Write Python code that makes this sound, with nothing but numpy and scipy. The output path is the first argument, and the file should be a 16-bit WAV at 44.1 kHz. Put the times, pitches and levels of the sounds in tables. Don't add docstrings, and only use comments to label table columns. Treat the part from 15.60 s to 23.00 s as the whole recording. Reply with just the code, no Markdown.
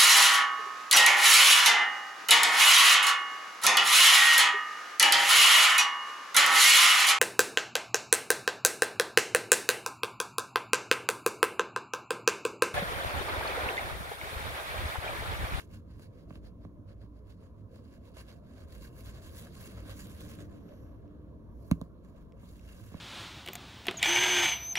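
import sys
import numpy as np
from scipy import signal
from scipy.fft import rfft, irfft, next_fast_len
from scipy.io import wavfile

SR = 44100
rng = np.random.default_rng(int(sys.argv[2]) if len(sys.argv) > 2 else 0)


def wav_record(signal):
    frames = np.transpose(np.atleast_2d(signal))
    bounded = np.clip(frames, -1, 1)
    quanta = np.round(bounded * 32767).astype(np.int16)
    wavfile.write(sys.argv[1], SR, quanta)


N = 326337


def from_db(db):
    return 10 ** (np.asarray(db) / 20)


def rms_one(x):
    return x / np.sqrt(np.mean(x ** 2) + 1e-20)


def in_time(rows):
    times, *columns = np.transpose(rows)
    return [np.interp(np.arange(N) / SR, times, column) for column in columns]


def drift(rate_hz):
    keep = np.exp(-2 * np.pi * rate_hz * 40 / SR)
    noise = rng.standard_normal(N // 40 + 2002)
    slow = signal.lfilter([1], [1, -2 * keep, keep * keep], noise)[2000:]
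    return np.interp(np.arange(N) / 40, np.arange(len(slow)), rms_one(slow))


def ring(x, hz, t60):
    shrink = from_db(-60 / (t60 * SR))
    turn = 2 * np.pi * hz / SR
    return signal.lfilter([0, np.sin(turn)], [1, -2 * shrink * np.cos(turn), shrink * shrink], x + 1e-18)


FOLD_HZ, FOLD_OCTAVES = 4340, 0.16


def banded(white, spectrum, patchy_db, rate_hz, tilt=0, fold_db=0):
    table_hz, table_db = np.transpose(spectrum)
    octaves = np.log2(table_hz[-1] / table_hz[0])
    edges = table_hz[0] * 2 ** np.arange(0, octaves + 1 / 3, 1 / 3)
    out = 0
    for k, (low, high) in enumerate(zip(edges, edges[1:])):
        hz = np.sqrt(low * high)
        level_db = np.interp(np.log(hz), np.log(table_hz), table_db)
        fold_shape = np.exp(-(np.log2(hz / FOLD_HZ) / FOLD_OCTAVES) ** 2)
        colour_db = tilt * np.log2(hz / 5000) + fold_db * fold_shape
        gain = from_db(level_db + colour_db + patchy_db * drift(rate_hz))
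        band = signal.butter(3, [low, high], "band", fs=SR, output="sos")
        out = out + gain * signal.sosfilt(band, white[k % 2])
    return out


# (middle [s], nominal length [s], friction level [dB])
TOWEL_STROKES = [(-0.005, 0.068, -62.5), (0.147, 0.061, -66.5), (0.326, 0.074, -75.5),
                 (0.422, 0.065, -69.5), (0.583, 0.11, -77), (0.712, 0.03, -72), (0.757, 0.044, -71.5),
                 (0.864, 0.052, -72), (1.039, 0.048, -77.5), (1.307, 0.044, -74), (1.428, 0.056, -77),
                 (1.575, 0.049, -83.5), (1.708, 0.056, -70.5), (1.838, 0.072, -75.5), (1.993, 0.041, -81.5),
                 (2.158, 0.065, -72.5), (2.284, 0.1, -77), (2.347, 0.053, -71.5), (2.465, 0.052, -69.5),
                 (2.589, 0.053, -60.5), (2.708, 0.083, -67), (2.897, 0.079, -72.5), (3, 0.09, -67.5),
                 (3.136, 0.078, -64), (3.236, 0.095, -65.5), (3.389, 0.06, -63), (3.474, 0.059, -60),
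                 (3.55, 0.12, -66), (3.671, 0.082, -60.5), (3.782, 0.08, -58.5), (3.855, 0.085, -64),
                 (4.029, 0.14, -58), (4.183, 0.084, -61.5), (4.301, 0.073, -57.5), (4.402, 0.083, -57),
                 (4.498, 0.091, -61.5), (4.616, 0.098, -60), (4.713, 0.069, -57.5), (4.812, 0.068, -62.5),
                 (4.937, 0.11, -73.5), (5.112, 0.22, -79.5), (5.256, 0.11, -87), (5.436, 0.4, -89.5),
                 (6.1, 0.16, -77), (6.234, 0.071, -84), (6.452, 0.027, -76.5), (6.49, 0.043, -81.5),
                 (6.58, 0.14, -80), (6.797, 0.033, -81), (6.836, 0.043, -70), (6.902, 0.13, -70),
                 (7.047, 0.18, -69.5), (7.118, 0.12, -67), (7.258, 0.15, -65.5), (7.37, 0.085, -64)]
# (frequency [Hz], level per Hz [dB])
PAPER_COLOUR = [(500, 5.5), (900, -6.5), (1500, 3), (2200, 1), (3200, 5.5), (4200, 4), (5300, 1), (7500, 9),
                (9500, 11.5), (11500, 5.5), (14500, 10), (16000, 0)]
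# (time [s], slope [dB per octave], fold level [dB], extra grit [dB], grit slope [dB per octave])
TOWEL_GRIP = [(0, -4, 6.5, 8, -1), (1.2, -6, 7, 1, -9), (2.6, -4, 8, 8, -2.5), (3.0, -5, 3, 1.5, -9),
              (3.3, -3.5, 5.5, 6, 0.5), (3.7, -4, 3, 0.5, -11), (4.1, -3.5, 5, 0.5, -1),
              (4.45, -5.5, 3, -2, -6), (4.75, -5, 1, -2, -4), (5.4, -9.5, 3, 15, -14),
              (6.1, 1, 5, 9.5, -19), (6.6, -2.5, 2, 10, -16), (6.78, -5, -5, 14, -4), (6.85, -4, -9, -2, 7),
              (6.95, 0, 21, -3, 3), (7.06, -4.5, -3, -3, 3), (7.09, 0, 6, 7, 7), (7.13, -3.5, 4, 3.5, 5),
              (7.18, -4, 2, 6, -13), (7.28, -4.5, 2, 4, -8), (7.4, -3.5, 3, 0, 2)]
# (frequency [Hz], level [dB], time to fall 60 dB [s])
CANVAS_WALL = [(430, -4, .02), (625, -.5, 0.016), (1060, 1.5, 0.008), (1620, 1, 0.005), (2210, 1, 0.007),
               (2760, 2, 0.006)]
GRIT_ON_WALL_DB = [-0.5, 3.5, -1.5, 3.5]
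FIRM_DB, BRIGHTER_PER_DB, BRIGHTNESS_SCATTER = -58.5, 0.1423, 0.99
FOLD_PER_DB = -0.04
SNAPS_PER_S, SNAP_DB, SNAP_S = 600, -4, .0005
GRIT_PER_S, GRIT_DB = 900, -14.5
FLUTTER_DB, FLUTTER_HZ = 1.5, 30


def towel():
    middle, length, friction_db = np.transpose(TOWEL_STROKES)
    grip_times, *grip = np.transpose(TOWEL_GRIP)
    slope, fold_db, *_ = [np.interp(middle, grip_times, column) for column in grip]
    firmness_db = friction_db - FIRM_DB
    scatter = BRIGHTNESS_SCATTER * rng.standard_normal(len(middle))
    brightness = slope + BRIGHTER_PER_DB * firmness_db + scatter
    fold_db = fold_db + FOLD_PER_DB * firmness_db

    t = np.arange(0, N + 64, 64) / SR
    away = np.abs(t[:, None] - middle) / (length / 2)
    power = from_db(friction_db - 5.04 * away ** 1.81) ** 2 + 1e-14
    total = power.sum(1)
    curves = np.sqrt(total), power @ brightness / total, power @ fold_db / total
    level, tilt, fold = [np.interp(np.arange(N) / SR, t, curve) for curve in curves]

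    grain_db = 1.1 * np.minimum(rng.exponential(1, N), 6) + 0.26 * drift(91)
    snaps = (rng.random(N) < SNAPS_PER_S / SR) * rng.exponential(1, N)
    snaps = signal.lfilter([1], [1, -np.exp(-1 / (SNAP_S * SR))], snaps)
    roughness = rms_one(from_db(grain_db)) + from_db(SNAP_DB) * snaps
    white = roughness * rng.standard_normal((2, 2, N))
    hiss = banded(white, PAPER_COLOUR, patchy_db=1.7, rate_hz=18.6, tilt=tilt, fold_db=fold)

    *_, grit_db, grit_slope = in_time(TOWEL_GRIP)
    grit = 0
    for (hz, _, t60), mode_db in zip(CANVAS_WALL[2:], GRIT_ON_WALL_DB):
        catches = (rng.random((2, N)) < GRIT_PER_S / SR) * rng.laplace(size=(2, N))
        gain_db = mode_db + grit_slope * np.log2(hz / 1600) + 2.0 * drift(15)
        grit = grit + from_db(gain_db) * rms_one(ring(catches, hz, 2.2 * t60))
    level = level * from_db(FLUTTER_DB * drift(FLUTTER_HZ))
    return level * (from_db(-2.5) * hiss + from_db(GRIT_DB + grit_db) * grit)


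# (time [s], brass tick level [dB],
# wall slap level [dB], hollow thud level [dB], slap slope above 1 kHz [dB per octave],
# tick slope [dB per octave]); loudest are the drop and its bounce
LOCK_KNOCKS = [(0.3949, -70, -55, -65, -3, 4), (0.7066, -72, -48.5, -47, -5.5, -9),
               (0.727, -74, -65, -57, 8, -3), (0.756, -62, -56.5, -50, 3.5, -10),
               (1.05, -67, -49, -46.5, -12, -8), (1.435, -75, -61.5, -51.5, -6, -3),
               (1.824, -83, -63, -57, -18, -8), (2.1907, -79, -60, -56, -10, -6),
               (2.569, -55, -51, -55, -10, -3), (6.113, -34, -32.5, -20.8, -0.5, -0.4),
               (6.214, -49, -41, -38, -19, -1), (6.4478, -68, -66, -60, 0, -4),
               (6.832, -76, -57, -52, -17, -6), (7.318, -69, -57.5, -51, -2, 6),
               (7.343, -72, -45.5, -41, -8, 0.1)]
# (frequency [Hz], level [dB], time to fall 60 dB [s])
BRASS_LOCK = [(3600, -2, .003), (4200, -1, .002), (5200, -3, .0015), (6200, 0, .0015), (7300, -1, .0015),
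              (9500, 1, .0012), (14500, -4, .0008)]
# (frequency [Hz], level [dB], time to fall 60 dB [s])
BAG_HOLLOW = [(68, -9, .1), (119, 1, .02), (180, -.5, .05), (257, -4, .055), (324, -11, .022),
              (290, -23, .16), (170, -21, .2)]
CONTACT_S = .0008


def knocks():
    times, tick_db, slap_db, thud_db, slap_slope, tick_slope = np.transpose(LOCK_KNOCKS)
    at = np.round(times * SR).astype(int)
    after, lasts = np.arange(400), SR * CONTACT_S
    chatter = rng.standard_normal((len(at), 400)) * np.exp(-after / lasts)
    chatter[:, 0] = 15
    chatter /= np.linalg.norm(chatter, axis=1, keepdims=True)
    press = np.exp(-after / (lasts / 8))
    press /= press.sum()

    out = np.zeros(N)
    tick = BRASS_LOCK, tick_db + 11.0, tick_slope, 5000, chatter
    slap = CANVAS_WALL, slap_db + 7.0, slap_slope, 1000, press
    for modes, level_db, slope, middle_hz, touch in (tick, slap):
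        vary_db = 1.5 * rng.standard_normal((len(at), len(modes)))
        for k, (hz, mode_db, t60) in enumerate(modes):
            slope_db = slope * np.log2(max(hz, 1000) / middle_hz)
            gain = from_db(level_db + mode_db + slope_db + vary_db[:, k])
            force = np.zeros(N)
            force[at[:, None] + after] = gain[:, None] * touch
            out += ring(force, hz, t60) * (-1) ** k

    push = np.zeros(N)
    push[at + round(.0012 * SR)] = from_db(thud_db + 10.5)
    for k, (hz, mode_db, t60) in enumerate(BAG_HOLLOW):
        out += ring(push, hz, t60) * from_db(mode_db) * (-1) ** k
    return out


# (middle [s], nominal length [s], level [dB])
HAND_SWISHES = [(5.15, 0.19, -79), (6.045, 0.15, -84.5)]
# (frequency [Hz], nominal width [Hz], level [dB])
AIR_BANDS = [(5830, 710, -3), (11800, 1100, -1)]


def swishes():
    t = np.arange(N) / SR
    level = sum(from_db(db - 2.3 * ((t - s) / (length / 2)) ** 2) for s, length, db in HAND_SWISHES)
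    air = 0
    for hz, width_hz, db in AIR_BANDS:
        air = air + from_db(db) * rms_one(ring(rng.standard_normal((2, N)), hz, 3.0 / width_hz))
    return level * air


# (time [s], strike level [dB], lean to 2nd, 4th and 6th mode [dB])
ZIP_CLINKS = [(5.0904, -60, 4), (5.4785, -71.5, 5), (6.722, -58.5, -1), (6.995, -56, 3)]
# (frequency [Hz], level [dB], time to fall 60 dB [s])
ZIP_MODES = [(2200, -1, .008), (2750, -2, .008), (3220, -4, 0.008), (3800, -8, .005), (4850, -8, .005),
             (5500, -5, 0.0056), (7600, -8, .003)]


def clinks():
    times, strike_db, lean_db = np.transpose(ZIP_CLINKS)
    at = np.round(times * SR).astype(int)
    out = np.zeros(N)
    for k, (hz, mode_db, t60) in enumerate(ZIP_MODES):
        force = np.zeros(N)
        force[at] = from_db(strike_db + mode_db - lean_db * (-1) ** k)
        out += ring(force, hz, t60) * (-1) ** k
    return out


ECHO_T60_S, ECHO_DB = 0.072, -33


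def echoes(x):
    t = np.arange(SR // 2) / SR
    fade = from_db(ECHO_DB - 60 * t / ECHO_T60_S) * np.minimum(t / 0.00059, 1)
    tail = rng.standard_normal((2, len(t))) * fade
    band = signal.butter(1, [500, 7000], "band", fs=SR, output="sos")
    thin = signal.sosfilt(band, x)
    return signal.fftconvolve(thin[None], tail, axes=1)[:, :N]


# (time [s], rumble level before a 3 dB boost [dB], deep drone level [dB])
ROOM_LEVELS = [(0.0, -56, -61), (0.47, -55, -58), (1.03, -55.5, -59.5), (1.32, -56, -55.5),
               (1.46, -56, -62), (2.78, -54, -63.5), (3.46, -52, -55.5), (3.96, -52, -62.5),
               (4.31, -52, -55.5), (4.76, -51, -60), (5.23, -53.5, -57.5), (6.02, -53, -58),
               (6.39, -54, -59.5), (7.4, -56.5, -56)]
# (frequency [Hz], relative level per Hz [dB])
RUMBLE_COLOUR = [(22, -16.5), (40, -12), (80, -1.5), (135, -11), (180, -8), (230, -9), (270, -13.5),
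                 (350, -15.5), (600, -20), (700, -24.5), (800, -39.5), (900, -25), (1100, -31.5),
                 (1400, -38), (1750, -49.5), (2600, -51.5), (4000, -54)]
# (frequency [Hz], nominal width [Hz], level against the deep drone level [dB])
ROOM_DRONES = [(57.6, 6.8, 3), (102, 16.3, 2.5)]
# (time [s], level [dB])
HUM_LEVEL = [(0, -62), (1.2, -64.5), (3.9, -80), (4.25, -56.5), (4.45, -60), (4.8, -54.5), (5.0, -54),
             (5.3, -64), (5.6, -58), (6.1, -66), (6.7, -65.5), (7.4, -72)]
# (frequency [Hz], nominal width [Hz], level against the hum level [dB])
HUM_TONES = [(146.2, 27, -10), (178.7, 12, -3.5), (222.9, 14, -3), (297.8, 13, 0.5)]
DRONE_WAVER_DB, DRONE_WAVER_HZ = 3, 5.4
HISS_DB = -84.5


def room():
    rumble_db, deep_db = in_time(ROOM_LEVELS)
    hum_db, = in_time(HUM_LEVEL)
    rumble = banded(rng.standard_normal((2, 2, N)), RUMBLE_COLOUR, patchy_db=2.0, rate_hz=8.2)
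    out = from_db(rumble_db + 3.0) * rms_one(rumble)
    for hz, width_hz, over_db in ROOM_DRONES:
        drone_db = deep_db + over_db + DRONE_WAVER_DB * drift(DRONE_WAVER_HZ)
        out += from_db(drone_db) * rms_one(ring(rng.standard_normal((2, N)), hz, 5.4 / width_hz))
    for hz, width_hz, over_db in HUM_TONES:
        tone = rms_one(ring(rng.standard_normal((2, N)), hz, 4.0 / width_hz))
        out += from_db(hum_db + over_db) * tone
    return out + from_db(HISS_DB) * rng.standard_normal((2, N))


# (frequency [Hz], phase of the right channel [radians],
# share it has in common with the left [0-1], level of the right over the left [dB])
STEREO_TABLE = [(60, 0, .85, 1), (300, -.3, .8, 1), (480, .3, .7, 1.5), (680, 1.5, .4, 1.5),
                (1200, .8, .6, 2.5), (3000, 3.0, .6, 3), (4700, 3.6, .55, 4), (5900, 6.3, .4, 2),
                (7300, 4.2, .6, .5), (8200, 3.2, 1, 0), (9500, 3.1, 1, 0), (10700, .1, .97, 0),
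                (12200, 0, 1, 0), (13600, -3.1, 1, 0), (15000, -3.2, 1, 0), (15400, -4.8, .6, 0)]
# (frequency [Hz], level [dB], phase [radians])
BAG_STEREO = [(100, 5, 0), (180, 4, -.3), (270, -3, -.1), (430, 1, 1.3), (635, 8, .5), (1100, 2.5, -.3),
              (1640, -1, .3), (2200, 1, 0), (3200, -1, -.2), (3600, 0, .7), (4400, 1.5, .5), (5400, -2, .3),
              (6200, 1, .6), (7800, 1.5, .2), (9500, 0, -.4), (13000, 1, .2)]
TABLE_DELAY_S, TABLE_SHARE, TABLE_LOW_HZ, TABLE_HIGH_HZ = 0.00184, 0.25, 520, 3360


def stereo(shared, other, blow=False):
    size = next_fast_len(N)
    hz = np.fft.rfftfreq(size, 1 / SR)
    at, *columns = np.transpose(STEREO_TABLE)
    phase, common, level_db = [np.interp(hz, at, column) for column in columns]
    if blow:
        at, bag_db, bag_phase = np.transpose(BAG_STEREO)
        common = np.ones(len(hz))
        level_db = level_db + np.interp(hz, at, bag_db)
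        phase = phase + np.interp(hz, at, bag_phase)
    reflects = TABLE_SHARE / (1 + (TABLE_LOW_HZ / (hz + 1)) ** 4) / (1 + (hz / TABLE_HIGH_HZ) ** 4)
    table = 1 + reflects * np.exp(-2j * np.pi * hz * TABLE_DELAY_S)
    left = rfft(shared, size)
    right = common * left * np.exp(1j * phase) + np.sqrt(1 - common ** 2) * rfft(other, size)
    both = [left * from_db(-level_db / 2), right * from_db(level_db / 2)]
    return irfft(both * table, size)[:, :N]


def scene():
    blows, zip_parts = knocks(), clinks()
    spread = towel() + swishes() + room() + echoes(blows + zip_parts)
    return stereo(*spread) + stereo(blows, blows, blow=True) + zip_parts


CUTOFF_HZ = 15760


def record(dry):
    low_pass = signal.ellip(12, .5, 60, CUTOFF_HZ, fs=SR, output="sos")
    return signal.sosfilt(low_pass, dry)


dry = scene()
out = record(dry)
wav_record(out)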